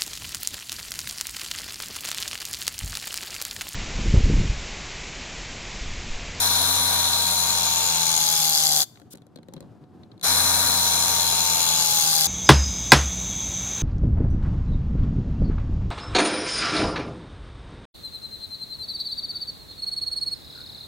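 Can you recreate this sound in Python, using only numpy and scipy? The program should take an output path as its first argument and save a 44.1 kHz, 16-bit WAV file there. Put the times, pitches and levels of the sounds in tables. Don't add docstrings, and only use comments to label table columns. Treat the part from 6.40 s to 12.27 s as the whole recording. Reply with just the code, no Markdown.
import sys
import numpy as np
from scipy import signal
from scipy.fft import rfft, irfft, next_fast_len
from scipy.io import wavfile
from scipy.ndimage import uniform_filter1d

SR = 44100
rng = np.random.default_rng(int(sys.argv[2]) if len(sys.argv) > 2 else 0)


def unload_audio(sound):
    columns = np.transpose(np.atleast_2d(sound))
    steps = np.round(np.clip(columns, -1, 1) * 32767)
    wavfile.write(sys.argv[1], SR, steps.astype(np.int16))


N = 258867
TIME = np.arange(N) / SR
STROKES_PER_MESH = 17 / 180
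SIDES = np.array([[.5], [-.5]])
# motor_on_s, motor_off_s, jaws_touch_s, free_mesh_hz, level_db
PRESSES = [(-.2, 2.424, .58, 947, -0.5), (3.826, 7, 4.25, 943, 0.12)]


def motor(spin_up_s=.028, take_up_s=.005, brake_s=.021, flutter=.00094, full_sag_hz=156.3):
    give_hz_per_s, packed_hz_per_s, packed_after_s, knee_s = 39, 144, .83, .12
    press = np.searchsorted([row[0] for row in PRESSES], TIME) - 1
    on, off, touch, free_hz, level_db = np.array(PRESSES)[press].T
    age, squeeze = TIME - on, np.maximum(TIME - touch, 0)
    power = np.clip(1 - (TIME - off) / brake_s, 0, 1) * (1 - np.exp(-age / take_up_s))
    spin = (power > 0) * (1 - np.exp(-(age / spin_up_s) ** 1.6))
    packed = knee_s * np.logaddexp(0, (squeeze - packed_after_s) / knee_s)
    sag_hz = give_hz_per_s * (squeeze - packed) + packed_hz_per_s * packed
    load = np.clip(sag_hz / full_sag_hz, 0, 1) ** .56
    mesh_hz = (free_hz - sag_hz) * spin * (1 + flutter * wander(25))
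    turns = np.cumsum(mesh_hz) * STROKES_PER_MESH / SR
    return (power, spin, load, turns), level_db, age


def pump(power, spin, load, turns, chatter_db=1, grain_db=2, snap_spread_db=3.5, drift_db=1.5):
    # turn_fraction, squirt_db, spit_db
    stroke_shape = [(0, -3, 0), (.22, -3, 0), (.3, 1, 0), (.48, 2, 0), (.7, -1.5, 0), (.75, -1.5, 6),
                    (.8, -2, 6.5), (.9, -2.8, 1), (1, -3, 0)]
    # pitch_hz, width_hz, free_db, half_load_db, full_load_db, squirt_depth, snap_db
    head_modes = [(1513, 400, -13, -25, -23.5, .4, -4.5), (2300, 230, -16.5, -16, -22, 1.5, -11),
                  (2800, 220, -34, -10.5, -22, .6, -7.5), (3427, 206, -7.5, -5.5, -6.5, .4, 0),
                  (4025, 90, 0, -6, -15, 0.33, -8.5), (4145, 220, 0.5, -1, -6, 0.5, -1.5),
                  (4634, 280, -20, -12, -5, .8, 5.5), (5160, 245, -8.5, -9.5, -7, 1.6, 4),
                  (6030, 360, -5, -4.5, -7.5, 1, -3), (6665, 490, -10.5, -5, -3, 2.2, -4.5),
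                  (7070, 140, -9.5, -2, -15.5, 1.3, -6.5), (7370, 400, -11, -13, -4.5, 1.5, -0.5),
                  (8570, 390, -7, -9, -6.5, 0.98, -2.5), (9590, 480, -10.5, -12, -11.5, 1.1, -4),
                  (10640, 660, -9, -12.5, -11, 1, -3), (11440, 260, -11.5, -14.5, -8, 1.8, 6),
                  (12600, 720, -15.5, -15.5, -12.5, 1, 2), (13900, 900, -10, -12.5, -11.5, 1.1, 0),
                  (14900, 450, -21, -13, -11, 1.3, -0.5)]
    # time_s, level_db
    jaw_levels = [(0, -2.5), (.55, -3), (1.0, -9.5), (2.4, -12), (3.85, -13), (4.5, -9.5), (5.85, -13)]
    # free_db, half_load_db, full_load_db
    hiss_levels = [-21.5, -21.5, -19]
    fraction, *shapes = np.transpose(stroke_shape)
    squirt_db, spit_db = (np.interp(turns % 1, fraction, shape) for shape in shapes)
    stroke = turns.astype(int)
    squirt_db = load ** .46 * squirt_db * (1 + .15 * rng.standard_normal(1000))[stroke]
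    flow = amp(chatter_db * wander(450) + grain_db * wander(4500))
    slam = amp(snap_spread_db * rng.uniform(-1, 1, 1000))[stroke]
    snaps = 19 * load ** 3.5 * slam * np.diff(np.floor(turns + 1 / 4), prepend=0)
    spit = slam * flow * np.sqrt(np.maximum(amp(load ** 2 * spit_db) ** 2 - 1, 0))
    paths, size = 4, next_fast_len(N + 4096)
    bins_hz = np.fft.rfftfreq(size, 1 / SR)
    oil = [rfft(noise() * flow, size) for _ in range(paths)]
    valve = []
    for _ in range(paths):
        spray = noise() * spit
        strike = rng.choice([-1, 1], (2, 1)) * np.roll(snaps, rng.integers(SR // 1500))
        valve.append(rfft(spray + strike, size))

    def resonance(spectrum, hz, width_hz):
        drift = np.interp(TIME, np.linspace(0, TIME[-1], 60), rng.standard_normal(60))
        ringing = irfft(spectrum / (1 + 1j * (bins_hz - hz) / width_hz) ** 2, size)[:, :N]
        return amp(drift_db * drift) * ringing
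    hiss = amp(in_time(jaw_levels)) * resonance(oil[2], hz=3696, width_hz=230)
    for k, (hz, width_hz, *levels, depth, snap_db) in enumerate(head_modes):
        excitation = oil[k % paths] + amp(snap_db) * valve[k % paths]
        hiss += by_load(load, levels) * amp(depth * squirt_db) * resonance(excitation, hz, width_hz)
    hiss /= np.sqrt(uniform_filter1d((hiss ** 2).mean(0), size=4000))
    return power * spin ** .3 * by_load(load, hiss_levels) * hiss


def gear_rattle(power, spin, load, turns, lumpy_db=2, throb=.099):
    # frequency_hz, density_db
    housing = [(30, -31), (70, -15.5), (115, -8), (200, -9), (370, -14), (550, -3), (730, 3.5), (880, -4.5),
               (1200, -1), (1380, -5.5), (1600, -5.5), (1900, -14), (2350, -9), (3000, -22), (4000, -17.5)]
    # free_db, half_load_db, full_load_db
    levels = [-31, -33, -37.5]
    force = amp(lumpy_db * wander(400)) * (1 - throb * load * np.cos(2 * np.pi * turns))
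    return power * spin ** .3 * by_load(load, levels) * coloured(noise() * force, housing)


def pinion(power, spin, load, turns, teeth_per_stroke=27.65, push_at=.45, push_width=.19, swing=.07):
    # harmonic, free_db, half_load_db, full_load_db
    harmonics = [(1, -62, -43, -52), (2, -52, -39, -41), (3, -47, -33, -33), (4, -58, -46, -41),
                 (5, -58, -46, -45)]
    push = unit(np.exp(-((turns % 1 - push_at) / push_width) ** 2))
    teeth = teeth_per_stroke * (turns + swing * np.cos(2 * np.pi * (turns - push_at)) / (2 * np.pi))
    buzz = sum(by_load(load, levels) * sine_pair(k * teeth) for k, *levels in harmonics)
    return power * spin ** 2 * np.sqrt(2) * push * (1 + .5 * wander(80)) * buzz


def gear_whine(power, spin, load, turns, surge_db=32):
    # stroke_rate_multiple, free_db, half_load_db, full_load_db
    orders = [(2, -47, -46.5, -46.5), (3, -47.5, -63, -62), (4, -64, -63, -55.5), (5, -68, -66, -61),
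              (7, -58, -64, -57), (8, -66, -64, -53), (9.588, -64, -57, -48), (11.588, -64, -57, -48),
              (21.176, -59, -63, -68)]

    def tone(multiple):
        return np.sqrt(2) * np.sin(2 * np.pi * (multiple * turns + rng.random()))
    strain = .22 * load ** 3
    mesh = tone(1 / STROKES_PER_MESH) * by_load(load, [-37, -36.5, -37.3])
    mesh *= 1 + .046 * wander(25) + strain * wander(70)
    left_db = 1 - 4 * load
    mesh = mesh * amp(surge_db * np.minimum(1 - spin, .25) + SIDES * left_db)
    # free_db, half_load_db, full_load_db
    shake_levels = [-39.5, -46, -58.5]
    shake = tone(.99) * by_load(load, shake_levels) * amp(SIDES)
    tones = sum(tone(k) * by_load(load, levels) * (1 + .22 * wander(11) + strain * wander(30))
                for k, *levels in orders)
    return power ** 4 * (spin ** 1.8 * mesh + spin ** 6 * (shake + tones * amp(4.2 * SIDES)))


def whistles(power, spin, load, turns, waver=.39):
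    # mesh_rate_multiple, free_db, half_load_db, full_load_db
    overtones = [(7.559, -58, -45, -60), (12, -47, -57, -70), (13, -43, -48, -66), (16, -47, -51, -64)]
    mesh = turns / STROKES_PER_MESH
    tones = sum(by_load(load, levels) * (1 + waver * wander(10)) * sine_pair(k * mesh)
                for k, *levels in overtones)
    return power * spin ** 4 * np.sqrt(2) * tones


def knocks(crack_t60_s=.017, tick_t60_s=.011, tock_t60_s=.063, rise_s=.00026, focus_db=8):
    # start_s, crack_db, tick_db, thud_db, crack_focus_hz, tock_db, tock_hz
    blows = [(2.557, -46, -66, -71, 3700, -70, 700), (2.573, -45, -68, -67, 2000, -64, 700),
             (2.5986, -46, -55, -56, 1400, -56, 700), (2.617, -46, -61, -51, 1500, -58, 700),
             (2.739, -49, -68, -47.5, 1400, -45, 520), (2.75, -43, -67, -53, 1800, -50, 520),
             (2.7546, -48, -47, -53, 1800, -54, 520), (2.7728, -49, -55, -64, 3900, -64, 520),
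             (2.782, -52, -64, -65, 3300, -66, 520), (2.8193, -49, -62, -57, 3700, -55, 520),
             (2.8668, -53, -60, -60, 1400, -58, 520), (2.959, -41, -50, -47, 4220, -52, 520),
             (2.9614, -45, -56, -46, 4200, -43, 490), (2.974, -48, -68, -57, 4100, -62, 520),
             (2.9868, -44, -70, -44, 1100, -44, 520), (3.031, -48, -62, -62, 1900, -62, 520),
             (3.0849, -43.5, -56, -44.5, 1600, -44, 300), (3.124, -56, -80, -49, 900, -53, 864),
             (3.137, -40, -42, -42, 4150, -50, 880), (3.1652, -38.5, -60, -45, 3350, -46, 540),
             (3.178, -48, -72, -51, 1600, -40, 240), (3.2054, -41.5, -46.5, -48, 1550, -45, 526),
             (3.215, -60, -80, -50, 1550, -49, 150), (3.226, -50, -66, -54, 4100, -60, 520),
             (3.24, -62, -85, -55, 1200, -44, 200), (3.4387, -53, -82, -56, 1600, -66, 520),
             (3.633, -42.5, -76, -62, 3800, -62, 520), (3.716, -42, -76, -63, 3800, -58, 520),
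             (3.778, -51, -68, -65, 4000, -66, 520), (3.796, -49, -62, -67, 4500, -68, 520),
             (3.8126, -36, -43, -62, 3600, -62, 520)]
    # pitch_hz, level_db, t60_s
    jaw_modes = [(1480, 1, 0.048), (2100, -1, 0.024), (3360, -3, 0.072), (3920, 3, 0.048), (4340, -6, .03)]
    body_modes = [(168, 2, 0.11), (226, -0.5, 0.07), (375, -3, 0.043), (540, 0, 0.057), (296, -2, 0.097),
                  (850, -12, 0.035)]
    # frequency_hz, density_db
    crack_colour = [(500, -20), (1000, 4), (1500, 0), (2500, -4.5), (3300, -4), (4200, 4.5), (5000, -12),
                    (7000, -19), (10000, -35)]
    tick_colour = [(3530, -32), (5300, -7), (6200, -6), (7010, -1), (7710, -5), (11600, -6), (16000, -21)]
    out, t = np.zeros((2, N)), np.arange(8192) / SR
    for start_s, crack_db, tick_db, thud_db, focus_hz, tock_db, tock_hz in blows:
        contact = filtered(noise(len(t)), lambda hz: amp(focus_db / (1 + ((hz - focus_hz) / 350) ** 2)))
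        crack = coloured(contact, crack_colour) * decay(crack_db - 5, t, crack_t60_s)
        tick = coloured(noise(len(t)), tick_colour) * decay(tick_db + 3.5, t, tick_t60_s)
        click = (crack + tick) * (1 - np.exp(-t / rise_s))
        thud = amp(thud_db + 1) * struck(body_modes, t)
        tock = decay(tock_db, t, tock_t60_s) * np.sin(2 * np.pi * tock_hz * t)
        ring = amp(crack_db - 25) * struck(jaw_modes, t)
        body = amp([[0], [-8]]) * (thud + tock)
        start = round(start_s * SR)
        out[:, start:start + len(t)] += click + ring + body
    return out


def struck(modes, t, spread_db=3.5, detune=.061):
    ring = sum(decay(db + spread_db * rng.standard_normal(), t, t60)
               * sine_pair(hz * (1 + detune * rng.uniform(-.88, 1)) * t) for hz, db, t60 in modes)
    ring *= 1 - np.exp(-t / .0006)
    return ring / ring[:, :SR // 100].std()


def release(start_s=2.703, length_s=.037, edge_s=.005, swell_db=15):
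    # frequency_hz, density_db
    colour = [(880, -45), (1500, -9), (1740, -37), (1850, -26), (3410, -10), (6240, -8), (10700, -6),
              (16000, -11)]
    t = TIME - start_s
    gate = np.clip(np.minimum(t, length_s - t) / edge_s, 0, 1)
    level_db = -42.5 + swell_db * (np.clip(t / length_s, 0, 1) - 1)
    return gate * amp(level_db) * coloured(noise(), colour)


def head_ring():
    # pitch_hz, level_db, t60_s
    modes = [(3550, -56, 0.4), (4570, -58.5, 0.27), (6896, -60, .3)]
    t = np.maximum(TIME - PRESSES[0][1], 0)
    return (t > 0) * sum(decay(db, t, t60) * sine_pair(hz * t) for hz, db, t60 in modes)


def near_echoes(x, echo_db=-14, latest_s=.014, count=8):
    taps = np.zeros((2, SR // 20))
    for row in taps:
        gains = rng.choice([-1, 1], count) * amp(echo_db) / np.sqrt(count)
        delays = (rng.uniform(.1, 1, count) * latest_s * SR).astype(int)
        row[delays] = gains
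    taps[:, 0] = 1
    return signal.oaconvolve(x, taps / np.linalg.norm(taps[0]), axes=1)[:, :N]


def microphone(pair):
    # frequency_hz, coherence, left_lead_rad, left_minus_right_db
    ports = [(80, 0.8, 3.5, -0.5), (200, 0.3, -0.9, 14), (393, 0.7, 0.7, -2), (640, 1, -2.9, 7.5),
             (930, 0.82, 1.88, -1), (1324, 0.6, -2, 4.5), (1560, 0.9, 0.9, -3), (2180, 0.04, 2.6, 2),
             (2610, 0, 0.5, 4.5), (2660, 0.7, 1, -3), (3430, 0.56, 3, 4.5), (3894, 0.65, 1.5, 5.5),
             (4410, 0.85, 3.5, 5), (4860, 0.1, 1, 9), (5570, 0.5, 2, -3.5), (6410, 0.3, 3.5, 5.5),
             (6900, 0.7, 1.5, 14.5), (7800, 0.1, 3.5, -8.5), (8800, 0.9, 4, 6.5), (10460, 0.3, 5.5, 1.5),
             (11230, 0.6, 7.5, 11), (12800, 0.7, 4, -0.5), (14050, 0.5, 3.5, 8), (15150, .78, 3.5, 5)]

    def response(hz):
        coherence, lead, left_db = (at_hz(np.array(ports)[:, [0, k]], hz) for k in range(1, 4))
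        coherence, left = np.clip(coherence, 0, .995), amp(left_db)
        right_port = [coherence * np.exp(-1j * lead), np.sqrt(1 - coherence ** 2)]
        return np.array([[left, 0 * left], right_port]) / np.sqrt((1 + left ** 2) / 2)
    return filtered(pair, response).sum(1)


def hall(x, wet_db=-27.5):
    # frequency_hz, t60_s
    decay_times = [(100, 1.0), (780, 0.82), (1400, 0.97), (4000, 0.5), (8000, 0.5), (16000, 0.45)]
    hz, t, spectra = signal.stft(noise(SR), SR, nperseg=256)
    tail = signal.istft(spectra * decay(0, t, at_hz(decay_times, hz)[:, None]), SR, nperseg=256)[1]
    return amp(wet_db) * signal.fftconvolve(x, tail / np.linalg.norm(tail[0]), axes=1)[:, :N]


def ventilation(swell_db=1.8, hum_hz=735):
    # frequency_hz, density_db
    colour = [(25, -39), (55, -23), (80, -8), (110, 1.5), (180, -2.5), (330, -6.5), (520, -17),
              (780, -19.5), (1400, -28), (2200, -39.5), (4000, -40.5), (6000, -46.5), (13000, -54.5),
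              (16000, -64)]
    # time_s, level_db
    levels = [(2.5, -52), (2.702, -52.5), (3.08, -49), (3.27, -46.5), (3.8, -47)]
    level_db = in_time(levels)
    rumble = amp(level_db - 2.96 + swell_db * wander(18)) * coloured(noise(), colour)
    phase_drift = np.array([wander(9.3), wander(8)])
    return rumble + amp(level_db - 19) * np.sin(2 * np.pi * hum_hz * TIME + phase_drift)


def amp(db):
    return 10 ** (np.asarray(db) / 20)


def decay(db, t, t60):
    return amp(db - 60 * t / t60)


def by_load(load, levels_db):
    return amp(np.interp(load, [0, .5, 1], levels_db))


def unit(x):
    return x / np.sqrt(np.mean(x ** 2) + 1e-20)


def at_hz(points, hz):
    f, value = np.transpose(points)
    return np.interp(np.log(hz + 1), np.log(f + 1), value)


def in_time(points):
    return np.interp(TIME, *np.transpose(points))


def filtered(x, response):
    size = next_fast_len(x.shape[-1] + 4096)
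    return irfft(rfft(x, size) * response(np.fft.rfftfreq(size, 1 / SR)), size)[..., :x.shape[-1]]


def coloured(x, spectrum):
    return unit(filtered(x, lambda hz: amp(at_hz(spectrum, hz))))


def noise(samples=N):
    return rng.standard_normal((2, samples))


def sine_pair(cycles):
    return np.sin(2 * np.pi * (cycles + rng.random((2, 1))))


def wander(hz):
    return unit(filtered(rng.standard_normal(N), lambda f: 1 / (1 + (f / hz) ** 4)))


def spread(pair, side_db, left_db):
    return (pair[0] + 2 * SIDES * amp(side_db) * pair[1]) * amp(left_db * SIDES)


def scene(rush_db=3, settle_s=.8):
    state, level_db, age = motor()
    rush = amp(rush_db * np.exp(-age / settle_s))
    rasp = gear_rattle(*state) + pinion(*state) + rush * pump(*state)
    running = amp(level_db) * (microphone(near_echoes(rasp)) + gear_whine(*state) + whistles(*state))
    tool = running + spread(knocks() + release() + head_ring(), side_db=1, left_db=3)
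    return tool + hall(tool) + spread(ventilation(), side_db=-8.5, left_db=1.5)


def record(dry, edge_hz=15900):
    lowpass = signal.firwin(511, edge_hz, window=("kaiser", 9), fs=SR)
    return signal.oaconvolve(dry, lowpass[None], "same")


dry = scene()
out = record(dry)
unload_audio(out)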